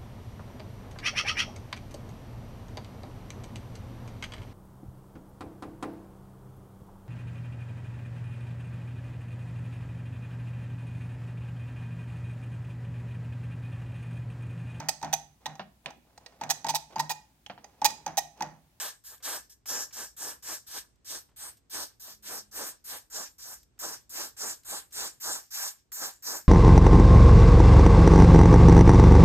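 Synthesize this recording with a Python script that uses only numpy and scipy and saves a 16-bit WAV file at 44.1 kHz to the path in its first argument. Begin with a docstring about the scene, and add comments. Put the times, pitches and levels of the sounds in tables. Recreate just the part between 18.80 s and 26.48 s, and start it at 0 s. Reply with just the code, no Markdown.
"""An aerosol can sprayed in quick short spurts against a head, close to a pair of microphone ports. Each press
opens the valve at once: the nozzle hisses and sizzles, then the jet swells and roars on the scalp, and the
hollow under the button rings. The hand carries the can across the head, then lowers it towards the ear; button
and fingers tick on the can. The place is a quiet furnished room with a low rumble; once, after a knock, the can
rings on with a faint low tone."""
import sys
import numpy as np
from scipy import signal
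from scipy.fft import rfft, irfft
from scipy.io import wavfile

SR = 44100
rng = np.random.default_rng(int(sys.argv[2]) if len(sys.argv) > 2 else 0)


def pcm_store(signal):
    """Save signal as 16-bit PCM."""
    levels = np.round(np.clip(np.atleast_2d(signal), -1, 1) * 32767)
    wavfile.write(sys.argv[1], SR, levels.astype(np.int16).T)


N = 338688

# Presses of the button. Each row: start in seconds, hiss at the opening in dB, swell time in seconds,
# swollen hiss in dB, seconds until the finger lifts, sag until then in dB, roar top against hiss in dB,
# share of the press at which the roar tops, sizzle against hiss in dB, then dB for each aim band.
BUTTON_PRESSES = [(-0.06, -55, 0.037, -40, 0.15, 4.5, -3.5, 0.75, -5, -5.5, -1, -3),
                  (0.238, -61, 0.036, -51, 0.11, 6.5, -8.5, 0.98, -4.5, -1, -3, -1),
                  (0.425, -54, 0.031, -41, 0.14, 2, -1.5, 0.48, -4, -4.5, -1, 2),
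                  (0.696, -62, 0.039, -63.5, 0.051, 9.0, -17.5, .5, -3, -2.5, 6.5, -3),
                  (0.857, -55, 0.043, -37.5, 0.17, 3.5, -5.5, 0.39, -5, 6, 9.5, 4),
                  (1.126, -51.5, 0.063, -45, 0.12, 1, -2.5, 0.61, -4, 0, 5, 2.5),
                  (1.365, -58, 0.05, -43, 0.15, 4.5, -1, 0.65, -2.5, -2.3, 2, 4),
                  (1.624, -56, 0.054, -43, 0.13, 2, -2.5, 0.69, -5, -0.5, 1.5, 5),
                  (1.865, -59.5, 0.048, -49.5, 0.12, -3.5, 0.5, 0.96, -4, -6.5, -1.5, 2),
                  (2.246, -62.5, 0.067, -44, 0.14, 6.5, -6.5, 0.66, -7, -7, -1, 6.5),
                  (2.561, -59, 0.069, -47, 0.13, 4, -6, .8, -6, -9.5, -5.5, -2),
                  (2.897, -59.5, 0.048, -40.5, 0.14, 4.5, -3.1, 0.57, -4.5, -8.5, -3, 4),
                  (3.197, -58.5, 0.077, -52.5, 0.13, 3, -6.5, 0.71, -0.5, -1.5, 0.5, 1),
                  (3.424, -61, 0.05, -45.5, 0.16, 0, -0.3, 0.59, -5, -3.5, 0, 7),
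                  (3.712, -62, 0.061, -42, 0.18, 3.5, -1.5, 0.52, -4.5, -4, -1, 5),
                  (4.041, -58, 0.069, -46, 0.13, 1.5, -2.5, 0.84, -1.5, -3.5, -3, 3),
                  (4.299, -59.5, 0.063, -40, 0.14, 2, -5, 0.65, -10.5, 4, 3, 3),
                  (4.582, -58, 0.06, -52.5, 0.16, -4.5, -0.5, 0.92, -3, 0, 3, 0.5),
                  (4.99, -47, 0.065, -42.5, 0.15, 3, -0.6, 0.39, -7.5, 1, 5, 3),
                  (5.294, -57.5, 0.078, -41, 0.17, 4.5, -4, 0.64, -4.5, 0.3, 0, 4),
                  (5.566, -52.5, 0.048, -39, 0.15, 2, -4.5, 0.57, -10, 2, 0, 4.5),
                  (5.846, -54, 0.06, -36.5, 0.14, 5.5, -8, 0.71, -10.5, 0.5, -4, 2.5),
                  (6.122, -52.5, 0.062, -36.5, 0.15, 3.5, -6.5, 0.57, -11, 0, 0, 4),
                  (6.4, -54.5, 0.045, -39.5, 0.17, 0, -2.5, 0.47, -7.5, 2, 2, -1),
                  (6.705, -55.5, 0.045, -39, 0.18, 2, -5.5, 0.64, -5, 1.5, 2.5, -6.5),
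                  (7.118, -47.5, 0.13, -37, 0.17, 4.5, -7, 0.83, -5, 3, 1, -1),
                  (7.423, -56, 0.051, -39.5, 0.15, 1.5, -2.5, 0.65, -3.5, -1.5, 0, 0.5)]
# Colour of the spray at close range. Each row: frequency in Hz, level in dB.
SPRAY_SPECTRUM = [(100, -19.5), (200, -13.5), (300, -8), (500, -6), (800, -1.5), (1750, -3.5),
                  (2000, -10.5), (2600, -11.5), (4100, -6), (5600, -0.5), (6550, -2.1), (7200, 0.38),
                  (8000, -1.4), (8700, 2), (10100, 1), (11300, 2.5), (13400, -3.5), (15500, -0.5)]
# Narrow steady peaks that colour the spray's roar and hiss. Each row: centre in Hz, width in Hz,
# boost in dB.
SPRAY_PEAKS = [(317, 12, 3), (474, 25, 3), (592, 18, 4), (820, 60, 2), (1007, 22, 2.5), (1117, 22, 3),
               (1581, 40, 4), (5500, 90, 1.5), (7294, 60, 2)]
# Bands that change with the aim of each press. Each row: centre in Hz, width in Hz.
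AIMED_BANDS = [(7250, 440), (5670, 700), (334, 170)]
# The can crosses the head. Each row: time in seconds, place from 0 (near side) to 1 (far side).
CAN_PATH = [(0, 0.015), (1.2, 0.051), (2, 0.36), (2.6, 0.72), (4.3, 0.73), (6, 1), (7.68, 1)]
# The can sinks towards the ear. Each row: time in seconds, lowering from 0 to 1.
CAN_LOWERING = [(5.9, 0.23), (6.9, 0.28), (7.5, 0.78)]
# Bands that change as the can moves. Each row: centre in Hz, width in Hz, near-side gain in dB,
# far-side gain in dB, dB added when fully lowered.
MOVING_BANDS = [(3370, 700, 3, 1.5, -8), (4470, 720, -1.1, 0.05, -1), (5800, 820, 1.2, 0.2, -1.5),
                (8800, 560, -2.5, -1.5, -9), (11100, 800, -1.5, -2.6, -12), (14500, 2700, -6.5, -3.5, 6)]
# Phase lead of the jet at the right port. Each row: frequency in Hz, radians with the can at the
# near side, radians at the far side.
JET_LEAD = [(0, 0, 0), (1000, .25, .75), (2070, .3, 1.65), (3100, .2, 3.0), (4100, 1.2, 3.0),
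            (4800, 2.5, 3.2), (5500, 2.5, 3.3), (6200, 2.1, 5.0), (6500, 1.6, 6.1), (6900, 1.1, 6.5),
            (7600, .25, 6.4)]
# The direct jet at the two ports. Each row: frequency in Hz, likeness from 0 to 1.
JET_LIKENESS = [(100, .6), (400, 0.66), (1000, 0.84), (2000, 0.48), (3100, 1), (4100, 0.61), (5500, 0.87),
                (6300, 0.6), (6900, 0.9), (7600, 0.83)]
# Stereo image of the treble. Each row: frequency in Hz, phase lead of the right side in radians,
# likeness between left and right from 0 to 1.
TREBLE_IMAGE = [(7600, .15, .95), (7750, 0, .993), (8250, 0, .993), (8500, -.5, .92), (8800, -.8, .88),
                (9300, -1.8, .8), (9850, -3.14, 1), (10800, -3.14, 1), (11600, -4.6, .75),
                (12300, -6.0, .97), (12600, -6.28, .9995), (13400, -6.28, .9995), (13700, -6.5, .97),
                (14200, -7.6, .6), (14900, -9.42, .995), (16000, -9.42, 1)]
# Button and fingers on the can. 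Each row: start in seconds, peak in dB, centre in Hz, decay in ms.
CAN_TICKS = [(.38, -49, 7000, 2), (0.401, -54.5, 890, 16), (0.857, -41, 1510, 3.7), (1.108, -49, 2000, 8.4),
             (2.156, -64.5, 5990, 5.3), (2.488, -61, 640, 13), (2.497, -64, 9000, 3.0),
             (2.512, -65, 590, 12), (2.53, -75, 9000, 3.0), (2.769, -51, 8000, 11), (3.279, -43, 490, 10),
             (4.83, -48, 8000, 4), (4.977, -59, 1500, 8.1), (5.833, -51, 6000, 6), (6.106, -52.5, 6000, 15),
             (7.119, -41.5, 1440, 3.8)]
# The faint low tone after a knock. Each row: time in seconds, level in dB.
DRONE_LEVEL = [(3.28, -100), (3.3, -76), (3.5, -64), (3.75, -73.5), (3.9, -100)]
# Colour of the room tone. Each row: frequency in Hz, level in dB.
ROOM_SPECTRUM = [(20, -65.5), (35, -9), (55, 2.5), (85, -7), (120, -4), (160, -12), (300, -12.5),
                 (600, -21.5), (1700, -28.5), (3000, -32), (8000, -34), (15500, -54)]
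# The room's rumble over time. Each row: time in seconds, level in dB.
RUMBLE_LEVEL = [(0, -76.5), (.6, -69), (.8, -73.5), (.95, -70.5), (3.8, -71), (4.3, -73), (5.1, -70.5),
                (6.3, -70), (6.7, -76), (7.68, -72)]
# The room tone at the two ports. Each row: frequency in Hz, likeness from 0 to 1.
RUMBLE_LIKENESS = [(30, 0.93), (100, 0.6), (400, 0.3), (1500, 0), (7000, .05)]

SNAP_S, SNAP_POWER = 0.012, 0.27   # the valve snaps open
RELEASE_DB_PER_S, TAIL_FROM_DB, TAIL_DB_PER_S = 328, 19, 230   # the hiss drops fast, then more slowly
DIFFUSE_DB = 12   # this far under its peak a tail comes from the walls alone
SIZZLE_LEAD_DB, SIZZLE_FADE_DB, SIZZLE_FADE_S = 6, -7.5, .1
ROAR_RISE_DB, ROAR_FALL_DB, ROAR_RELEASE_DB_PER_S = 35, 7, 295
ROAR_TOP_HZ, ROAR_FLOOR_DB, UPPER_ROAR_EASE = 1800, -18, 0.41
CAP_HZ, CAP_WIDTH_HZ, CAP_LINGER_S = 1690, 75, .015
DRONE_HZ, CUTOFF_HZ = 209, 15750
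SPAN = 20480   # samples in one spurt, whose time and frequency axes follow
T, HZ = np.arange(SPAN) / SR, np.fft.rfftfreq(SPAN, 1 / SR) + 1e-3


def spurt(start, open_db, swell_s, peak_db, lift_s, sag_db, roar_top_db, top_at, sizzle_held_db, *aim_db):
    """One press, close up: the nozzle's hiss and sizzle, the roar on the scalp and the ringing cap."""
    place = along(CAN_PATH, start)
    pan_db = np.interp(place, [0, 1], [-0.3, -2.0])   # leans right as the can crosses
    colour = spray_colour(place, along(CAN_LOWERING, start), aim_db)
    jet = jet_noise(place)

    snap = np.clip(T / SNAP_S, 0, 1) ** SNAP_POWER
    lifted_s = np.maximum(T - lift_s, 0)
    knee_s = TAIL_FROM_DB / RELEASE_DB_PER_S
    flow_db = np.interp(T, [0, swell_s, lift_s], [open_db, peak_db, peak_db - sag_db])
    flow_db -= RELEASE_DB_PER_S * np.minimum(lifted_s, knee_s)
    flow_db -= TAIL_DB_PER_S * np.maximum(lifted_s - knee_s, 0)
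    flow = snap * from_db(flow_db)
    diffuse = np.clip((max(flow_db) - flow_db) / DIFFUSE_DB, 0, 1) * (T > T[np.argmax(flow_db)])

    # The sizzle is ahead at the opening and dies first.
    sizzle_db = along([(0, sizzle_held_db + SIZZLE_LEAD_DB), (swell_s, sizzle_held_db),
                       (lift_s, sizzle_held_db), (lift_s + SIZZLE_FADE_S, SIZZLE_FADE_DB)], T)
    hiss = flow * nozzle_hiss(jet, colour, diffuse, pan_db, sizzle_db)

    # The roar arches over the press, with a floor that follows the flow.
    depth_db = np.where(T < top_at * lift_s, ROAR_RISE_DB, ROAR_FALL_DB)
    arch_db = depth_db * np.interp(T / lift_s, [0, top_at, 1], [-1, 0, 1]) ** 2
    roar_db = peak_db + roar_top_db - arch_db - ROAR_RELEASE_DB_PER_S * lifted_s
    roar_db = np.maximum(roar_db, flow_db + ROAR_FLOOR_DB)
    roar = snap * from_db(roar_db) * scalp_roar(jet, colour, diffuse, pan_db, arch_db)
    return hiss + roar + cap_ring(jet, flow, diffuse, place)


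def nozzle_hiss(jet, colour, diffuse, pan_db, sizzle_db):
    """The nozzle's hiss and top sizzle, in seven bands that waver as the hand moves."""
    edges_hz = (ROAR_TOP_HZ, 3000, 4300, 6600, 8100, 10000, 12800)
    slopes = [below(edge) for edge in edges_hz] + [1]
    bands = []
    for k in range(7):
        band = at_ports(jet, colour * (slopes[k + 1] - slopes[k]), diffuse if k < 3 else 0)
        bands.append(band * flutter(db=3, per_s=16.8))
    hiss = sum(bands[:3]) * from_db([[0.24 * pan_db], [-.3 * pan_db]]) + sum(bands[3:5])
    hiss *= flutter(db=0.86, per_s=59.3) / band_rms(colour, HZ, 6670, 9140)
    sizzle = sum(bands[5:]) * flutter(db=1.2, per_s=60) / band_rms(colour, HZ, 12350, 14700)
    return hiss + sizzle * from_db(sizzle_db)


def scalp_roar(jet, colour, diffuse, pan_db, arch_db):
    """The jet roars on the scalp; its upper part comes earlier and stays longer."""
    shape = colour * below(ROAR_TOP_HZ)
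    shadow = below(1150, power=6)   # the head shades the left port most in the lows
    lower = at_ports(jet, shape * shadow, diffuse) * from_db([[pan_db], [-pan_db]])
    upper = at_ports(jet, shape * (1 - shadow), diffuse) * from_db(UPPER_ROAR_EASE * arch_db)
    return (lower + upper) * flutter(db=2.06, per_s=37.5) / band_rms(colour, HZ, 300, 1615)


def cap_ring(jet, flow, diffuse, place):
    """The hollow under the button rings on after the flow, fainter from the far side."""
    resonance = bump(CAP_HZ, CAP_WIDTH_HZ)
    pole = np.exp(-1 / (CAP_LINGER_S * SR))
    lingering = signal.lfilter([1 - pole], [1, -pole], flow)
    ring = at_ports(jet, resonance, diffuse) / band_rms(resonance, HZ, 0, SR)
    return ring * lingering * from_db(np.interp(place, [0, 1], [-15, -34.5]))


def spray_colour(place, lowered, aim_db):
    """Gain over frequency: narrow steady peaks, and bands that follow the can's position and aim."""
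    colour_db = at_hz(SPRAY_SPECTRUM, HZ)
    for centre, width, db in SPRAY_PEAKS:
        colour_db += db * bump(centre, width)
    for centre, width, near_db, far_db, lowered_db in MOVING_BANDS:
        colour_db += (near_db + place * (far_db - near_db) + lowered * lowered_db) * bump(centre, width)
    for (centre, width), db in zip(AIMED_BANDS, aim_db):
        colour_db += db * bump(centre, width)
    return from_db(colour_db)


def jet_noise(place):
    """Three noise spectra: the direct jet at the left and right ports, and its return off the walls."""
    lead_hz, *leads = np.transpose(JET_LEAD)
    near, far = (np.exp(1j * np.interp(HZ, lead_hz, lead)) for lead in leads)
    link = ((1 - place) * near + place * far) * at_hz(JET_LIKENESS, HZ)
    left, right = port_pair(0.99, stereo_link(HZ, link), SPAN)
    walls = rfft(rng.standard_normal(SPAN))
    return np.array([left, right, walls])


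def at_ports(jet, shape, diffuse):
    """One band of the jet in stereo; as diffuse nears 1 the right port hears only the walls."""
    left, right, walls = irfft(shape * jet)
    return np.array([left, np.sqrt(1 - diffuse ** 2) * right + diffuse * walls])


def flutter(db, per_s):
    """A gain that wavers at random along one spurt, with a spread of about db."""
    knots = rng.standard_normal(128)
    return from_db(db * np.interp(T * per_s, np.arange(128), knots))


def button_tick(peak_db, centre_hz, decay_ms):
    """Button or finger on the can: a short puff of noise about two octaves wide."""
    t = np.arange(2048) / SR
    age = 1000 * t / decay_ms
    puff = rng.standard_normal(len(t)) * np.exp(-age) * (1 - np.exp(-4 * age))
    band_hz = [centre_hz / 2, min(centre_hz * 2, .45 * SR)]
    left = signal.sosfilt(signal.butter(1, band_hz, "band", fs=SR, output="sos"), puff)
    link = stereo_link(np.fft.rfftfreq(len(t), 1 / SR), 1)
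    right = irfft(rfft(left) * link / abs(link))
    return from_db(peak_db) / abs(left).max() * np.array([left, right])


def room_tone():
    """The room behind the can: low rumble and faint hiss, plus the brief low tone the can rings with after a
    knock."""
    hz, t = np.fft.rfftfreq(N, 1 / SR) + 1e-3, np.arange(N) / SR
    colour = from_db(at_hz(ROOM_SPECTRUM, hz))
    link = stereo_link(hz, at_hz(RUMBLE_LIKENESS, hz))
    rumble = irfft(port_pair(colour, link, N), N) / band_rms(colour, hz, 35, 110)
    drone = from_db(along(DRONE_LEVEL, t)) * np.sin(2 * np.pi * DRONE_HZ * t)
    return rumble * from_db(along(RUMBLE_LEVEL, t)) + drone


def stereo_link(hz, low_link):
    """Phase lead and likeness between left and right: low_link below, the treble image above."""
    image_hz, lead, alike = np.transpose(TREBLE_IMAGE)
    treble_link = np.interp(hz, image_hz, alike) * np.exp(1j * np.interp(hz, image_hz, lead))
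    return np.where(hz < image_hz[0], low_link, treble_link)


def port_pair(gain, link, size):
    """Spectra of noise at both ports; link is their complex likeness."""
    shared, apart = rfft(rng.standard_normal((2, size)))
    return gain * np.array([shared, link * shared + np.sqrt(1 - np.minimum(abs(link), 1) ** 2) * apart])


def from_db(db):
    """Gain of a level in dB."""
    return 10 ** (np.asarray(db) / 20)


def along(points, seconds):
    """A time table read between its rows."""
    return np.interp(seconds, *np.transpose(points))


def at_hz(points, hz):
    """A spectrum table read on a log-frequency axis."""
    row_hz, values = np.transpose(points)
    return np.interp(np.log(hz), np.log(row_hz), values)


def bump(centre_hz, width_hz):
    """Spectral bell of height 1."""
    return np.exp(-.5 * ((HZ - centre_hz) / width_hz) ** 2)


def below(edge_hz, power=12):
    """Low-pass gain curve."""
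    return 1 / (1 + (HZ / edge_hz) ** power)


def band_rms(gain, hz, low_hz, high_hz):
    """Rms of unit white noise through gain, inside a band."""
    return np.sqrt(np.sum(gain[(hz > low_hz) & (hz < high_hz)] ** 2) / len(hz))


def add(out, sound, start_s):
    """Mixes sound into out from start_s on."""
    i = round(start_s * SR)
    out[:, max(i, 0):i + sound.shape[1]] += sound[:, max(-i, 0):N - i]


def scene():
    """Spurts and ticks close to the microphone, over the room tone."""
    out = room_tone()
    for press in BUTTON_PRESSES:
        add(out, spurt(*press), press[0])
    for start, *tick in CAN_TICKS:
        add(out, button_tick(*tick), start)
    return out


def record(dry):
    """The top is cut steeply."""
    return signal.sosfilt(signal.ellip(12, .5, 70, CUTOFF_HZ, fs=SR, output="sos"), dry)


dry = scene()
out = record(dry)
pcm_store(out)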